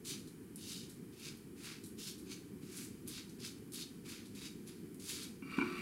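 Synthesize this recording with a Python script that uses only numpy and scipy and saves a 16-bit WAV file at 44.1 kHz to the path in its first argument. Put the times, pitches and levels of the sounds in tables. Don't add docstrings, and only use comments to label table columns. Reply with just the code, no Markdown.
import sys
import numpy as np
from scipy import signal
from scipy.fft import rfft, irfft
from scipy.io import wavfile

SR = 44100
rng = np.random.default_rng(int(sys.argv[2]) if len(sys.argv) > 2 else 0)


def master(y):
    cut = np.clip(np.atleast_2d(y).T, -1, 1)
    pcm = np.round(cut * 32767)
    wavfile.write(sys.argv[1], SR, pcm.astype(np.int16))


N = 256220
TIME = np.arange(N) / SR


def amp(db):
    return 10 ** (np.asarray(db) / 20)


def unit_rms(x):
    return x / np.sqrt(np.mean(x ** 2) + 1e-20)


def value_at(curve, hz):
    f, value = np.transpose(curve)
    return np.interp(np.log(hz + 1), np.log(f + 1), value)


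def add(mix, start_s, sound):
    part = mix[round(start_s * SR):][:len(sound)]
    part += sound[:len(part)]


def colour(x, spectrum, tilt_db=0, size=4096):
    hz = abs(np.fft.fftfreq(size, 1 / SR))
    log_gain = np.log(amp(value_at(spectrum, hz) + tilt_db * np.log2(1 + hz / 1000)))
    taps = np.fft.ifft(np.exp(np.conj(signal.hilbert(log_gain)))).real
    return signal.fftconvolve(x, taps / np.linalg.norm(taps))[:len(x)]


def wander(cutoff_hz):
    hz = np.fft.rfftfreq(N, 1 / SR)
    return unit_rms(irfft(rfft(rng.standard_normal(N)) / (1 + (hz / cutoff_hz) ** 4), N))


def crackle(per_s, spread_db):
    size = amp(spread_db * np.minimum(rng.exponential(1, N), 4))
    return unit_rms(size * rng.choice([-1, 1], N) * (rng.random(N) < per_s / SR))


def resonate(x, hz, width_hz):
    radius = np.exp(-np.pi * width_hz / SR)
    zeros, poles = [1, 0, -1], [1, -2 * radius * np.cos(2 * np.pi * hz / SR), radius ** 2]
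    return unit_rms(signal.lfilter(zeros, poles, signal.lfilter(zeros, poles, x)))


def ring(modes, t):
    sound = sum(amp(db) * np.exp(-np.log(1000) * t / t60) * np.sin(2 * np.pi * hz * t)
                for hz, db, t60 in modes)
    return sound / abs(sound).max()


# f/Hz, T60/s
ROOM_DECAY = [(200, 0.89), (1000, 0.3), (4000, 0.3), (9000, 0.36), (16000, 0.26)]

def bathroom(x, wet_db):
    count = SR // 2
    reflections = rng.standard_normal(count) * (rng.random(count) < 5000 / SR) * (TIME[:count] > 0.003)
    hz, t, spectra = signal.stft(reflections, SR, nperseg=256)
    decay = np.exp(-np.log(1000) * t / value_at(ROOM_DECAY, hz)[:, None])
    tail = signal.istft(spectra * decay, SR)[1]
    wet = signal.fftconvolve(x, tail / np.linalg.norm(tail))[:N]
    return (x + amp(wet_db) * wet) / np.sqrt(1 + amp(wet_db) ** 2)


# f/Hz, relative level/dB
HUM_SPECTRUM = [(12, -62), (20, -26), (188, 0), (232, 0), (298, -1.5), (394, -5.5), (463, -13),
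                (578, -30.5), (680, -41.5), (880, -51.5), (1500, -120)]
HISS_SPECTRUM = [(450, -21.5), (700, 1), (1000, 1), (1850, 1.5), (2150, -2), (2400, 2), (2750, -7),
                 (3000, 1), (3500, -8), (4800, -5.5), (6100, -8), (10000, -1.5), (12500, -4.5),
                 (16000, -8.5)]

def ventilation():
    hum = colour(rng.standard_normal(N), HUM_SPECTRUM) * amp(1.27 * wander(cutoff_hz=9.2))
    hiss = bathroom(colour(rng.standard_normal(N), HISS_SPECTRUM), wet_db=-11)
    return amp(-52) * hum + amp(-66.5) * hiss


# f/Hz, relative level/dB
RASP_SPECTRUM = [(1500, -40.5), (2100, -36), (2650, -4.5), (3050, 0.5), (3750, 1), (4300, 3.5), (4950, 3),
                 (5500, -2), (6300, -2), (7500, -12.5), (10000, -27), (16000, -35)]
FIZZ_SPECTRUM = [(2500, -35), (5000, -6.5), (6900, 1.5), (7600, 0.5), (8400, 0), (9100, -0.5), (10200, 0.5),
                 (11200, -3), (12500, -5), (14000, -13), (16000, -9.5)]
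DRAG_SPECTRUM = [(300, -45), (700, -14.5), (1100, -4), (1500, 0.5), (1900, -2), (2350, 5.5), (2700, 4),
                 (3500, -31), (8000, -55)]
# landing t/s, pressing t/s, easing t/s, level/dB, swell/dB, sag/dB, bite/dB, fizz gain/dB,
# fall of fizz/dB, drag gain/dB, blade gain/dB, head resonance f/Hz, head gain/dB
RAZOR_STROKES = [ (0.053, 0.049, 0.044, -45.5, 9, 4, 1, -1.5, 10, -13, -18, 5800, -14),
                 (0.580, 0.13, 0.12, -48, 13.5, 6.5, 1.5, -4, 5, -17.5, -11.5, 3150, -13),
                 (1.135, .118, 0.037, -51, 20.5, 0, 1, -4, 5, -12.5, -17, 2600, -7),
                 (1.574, 0.082, 0.08, -51, 19.5, 2, 0.5, -3, 11, -5.5, -24, 1870, -14),
                 (1.986, 0.1, 0.026, -50, 3.5, 3, 3.5, -2, 2, -16, -19, 5300, -12),
                 (2.268, 0.051, 0.017, -49.5, 24, 3, 1, -4.5, 3, -9.5, -24, 6050, -9),
                 (2.627, 0.15, 0.075, -55, 15.5, 4, -0.5, 2.5, -8, -6.5, -29, 2050, -16),
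                 (3.076, .108, 0.019, -49.5, 7.5, 4, 0.5, -5, 8, -10.5, -11, 4200, -17),
                 (3.395, 0.056, 0.025, -46.5, 18.5, 4, 1.5, -6.5, -4, -12, -15, 5030, -14),
                 (3.738, 0.085, 0.014, -49, 5, 8, 2.5, -2.5, 6, -13, -6, 4360, -10),
                 (4.055, 0.064, 0.081, -52.5, 7.5, 6.5, 0.5, -5.5, 7, -7, -16, 4500, -40),
                 (4.357, .110, 0.013, -51.5, 8.5, 5, 3, -4, 6, -10, -6.5, 2660, -8),
                 (4.674, 0.017, 0.0094, -58.5, 8, 4, 1, 0.5, 13, -7.5, -10, 5050, -24),
                 (5.003, 0.1, 0.14, -47.5, 19, 3.5, 3, -0.6, 12.5, -11, -13, 4830, -23), ]

def razor(attack_s=0.0043, release_s=0.022, bite_s=0.019, touch_s=0.012, glide_s=0.17):
    clumps = amp(0.81 * wander(cutoff_hz=100))
    hairs = unit_rms(clumps * crackle(per_s=3000, spread_db=1.5))
    rasp = amp(-1.5) * colour(hairs, RASP_SPECTRUM)
    fizz = colour(unit_rms(clumps * crackle(per_s=6600, spread_db=2.5)), FIZZ_SPECTRUM)
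    drag = amp(1.5) * colour(crackle(per_s=2500, spread_db=4.5), DRAG_SPECTRUM)
    skim = rasp + amp(-2) * fizz + amp(-6.5) * drag
    blade = resonate(hairs, hz=3826, width_hz=330)
    out = np.zeros(N)
    for (start_s, press_s, ease_s, db, swell_db, sag_db, bite_db,
         fizz_db, cleared_db, drag_db, blade_db, head_hz, head_db) in RAZOR_STROKES:
        length_s = press_s + ease_s
        now = (TIME >= start_s - 0.04) & (TIME < start_s + length_s + 2 * glide_s)
        t = TIME[now] - start_s
        lifted_s = np.maximum(t - length_s, 0)
        contact = np.exp(-lifted_s / release_s) / (1 + np.exp(-t / attack_s))
        bite = bite_db * np.exp(-((t - press_s) / bite_s) ** 2)
        pressure = contact * amp(np.interp(t, [0, press_s, length_s], [-swell_db, 0, -sag_db]) + bite)
        lather = amp(fizz_db + cleared_db * (0.5 - np.clip(t / length_s, 0, 1)))
        metal = amp(blade_db) * blade[now] + amp(head_db) * resonate(hairs[now], head_hz, width_hz=650)
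        cut = pressure * (rasp[now] + metal + lather * fizz[now])
        skin = pressure ** 0.88 * amp(drag_db) * drag[now]
        touch = amp(-71) * np.exp(-(t / touch_s) ** 2)
        glide = amp(-69.5) * (1 - np.exp(-lifted_s / release_s)) * np.exp(-(lifted_s / glide_s) ** 2)
        add(out, start_s + t[0], amp(db) * (cut + skin) + (touch + glide) * skim[now])
    return out


# f/Hz, relative level/dB
SMACK_SPECTRUM = [(1000, -34), (2500, -17.5), (4000, 0.5), (6000, -2), (8000, 0), (10000, 3.5), (12000, -2),
                  (16000, -18.5)]
# onset t/s, relative level/dB, decay t/s, tilt/(dB per octave)
LATHER_SMACKS = [(0.05, -52.5, .018, -5), (0.196, -49, .001, 2), (0.274, -59.5, 0.015, -4),
                 (0.559, -47, 0.0047, 7), (0.895, -54, 0.012, 0.5), (1.196, -61, 0.012, 12),
                 (1.373, -58, .003, 10), (1.837, -55, 0.019, -2), (1.858, -57.5, .018, 10),
                 (2.18, -60.5, .02, 0), (2.294, -62, .003, 0), (2.771, -49.5, 0.011, -2),
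                 (3.077, -45.5, .01, 8), (3.294, -57.5, .009, -5), (3.403, -53, .004, -4),
                 (3.721, -50.5, .008, 1), (3.735, -48, 0.017, 6), (4.09, -51.5, .009, 5),
                 (4.255, -60.5, .014, -6), (4.35, -56, .007, -6), (4.676, -50, 0.0024, -1),
                 (4.945, -50, .0012, 2), (4.998, -54, 0.0056, -2), (5.023, -46, .001, -8),
                 (5.042, -49, .001, 1), (5.231, -49, 0.0086, 3)]

def lather_smacks():
    out, t = np.zeros(N), TIME[:SR // 6]
    for start_s, db, decay_s, tilt_db in LATHER_SMACKS:
        burst = crackle(per_s=2500, spread_db=2.5)[:len(t)] * np.exp(-t / decay_s)
        burst[0] += 4.5
        burst *= np.sqrt(decay_s * SR / 2) / np.linalg.norm(burst)
        add(out, start_s, amp(db) * colour(burst, SMACK_SPECTRUM, tilt_db))
    return amp(4) * out


# f/Hz, width/Hz, relative level/dB
VALVE_RESONANCES = [(2318, 130, 0), (2360, 180, -23), (2764, 93, -5)]
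BASIN_RESONANCES = [(1153, 110, 1.5), (1318, 88, 1.5), (1470, 120, -5), (1900, 190, -8), (3800, 88, -15),
                    (4270, 93, -12), (4610, 97, -6.5), (4800, 240, -10.5), (5770, 260, -14)]
# f/Hz, relative level/dB
SPLASH_SPECTRUM = [(600, -4.5), (1300, -5), (1900, 0.5), (2550, 8.5), (3100, -5), (3700, -2), (4600, -7),
                   (5600, -15), (8500, -11), (16000, -22)]
# centre t/s, whistle gain/dB, splash gain/dB, half-length t/s
PRESSURE_SURGES = [(5.435, 1, 0, .018), (5.508, 1, 4, 0.018), (5.545, 9.5, -1, 0.011),
                   (5.619, 13, -1, 0.022), (5.80, 8.5, 4, 0.049)]

def running_water(opens_s=5.422, flutter_db=2):
    def build_up(full_db, rise_db, rise_s):
        t = TIME - opens_s
        return amp(full_db + np.interp(t, [0, rise_s], [-rise_db, 0])) * (t > 0)

    whistle = build_up(full_db=-56, rise_db=4.1, rise_s=0.11)
    drumming = build_up(full_db=-52.5, rise_db=16, rise_s=0.13)
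    splash = build_up(full_db=-54.5, rise_db=31, rise_s=0.11)
    for centre_s, whistle_db, splash_db, half_s in PRESSURE_SURGES:
        surge = np.exp(-((TIME - centre_s) / half_s) ** 2)
        whistle *= amp(whistle_db * surge)
        splash *= amp(splash_db * surge)
    eddies = rng.standard_normal(N) * amp(flutter_db * wander(cutoff_hz=18))
    drops = crackle(per_s=3500, spread_db=5.5)
    whistle *= unit_rms(sum(amp(db) * resonate(eddies, hz, width) for hz, width, db in VALVE_RESONANCES))
    drumming *= unit_rms(sum(amp(db) * resonate(drops, hz, width) for hz, width, db in BASIN_RESONANCES))
    splash *= colour(crackle(per_s=2700, spread_db=3), SPLASH_SPECTRUM)
    return whistle + drumming + splash


# f/Hz, relative level/dB, T60/s
MOUNTING_MODES = [(70, -8, 0.36), (186, -2, 0.53), (283, 0, 0.54), (359.4, 5.5, 0.86), (449, 3.5, 0.19)]
TAP_MODES = [(883, -11, 0.1), (1023, 5.5, 0.04), (1103, 2.5, 0.073), (1403, 5.5, 0.06), (1480, 3, 0.07),
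             (2348, 6.5, 0.088), (2660, -22, .06)]
# onset t/s, thud level/dB, rattle level/dB, rattle delay t/s
PIPE_KNOCKS = [(5.423, -35.5, -48, 0.00094), (5.5817, -21, -23, 0.0052), (5.612, -38, -27, 0.001985),
               (5.62, -42, -26, 0.00283)]

def pipe_knocks(push_hz=272, push_s=0.00458, boom_db=-11, bloom_s=0.023):
    out, t = np.zeros(N), TIME[:SR // 3]
    pulse = np.exp(-2 * (t / push_s - 1) ** 2) * np.tanh(t / 0.0007)
    push = -np.cos(2 * np.pi * push_hz * (t - push_s)) * pulse
    thud = push + amp(boom_db) * ring(MOUNTING_MODES, t) * (1 - np.exp(-t / bloom_s))
    bass_cut = signal.butter(6, 820, "highpass", fs=SR, output="sos")
    rattle = signal.sosfilt(bass_cut, ring(TAP_MODES, t))
    for start_s, thud_db, rattle_db, delay_s in PIPE_KNOCKS:
        add(out, start_s, amp(thud_db) * thud)
        add(out, start_s + delay_s, amp(rattle_db) * rattle)
    return out


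def scene():
    shave = bathroom(razor(), wet_db=-6.5) + bathroom(lather_smacks(), wet_db=0)
    tap = bathroom(running_water(), wet_db=-12) + bathroom(pipe_knocks(), wet_db=-5)
    return (ventilation() + shave + tap)[None]


def record(dry):
    low_pass = signal.firwin(511, cutoff=15850, window=("kaiser", 9), fs=SR)
    return signal.oaconvolve(dry, low_pass[None], "same")


dry = scene()
out = record(dry)
master(out)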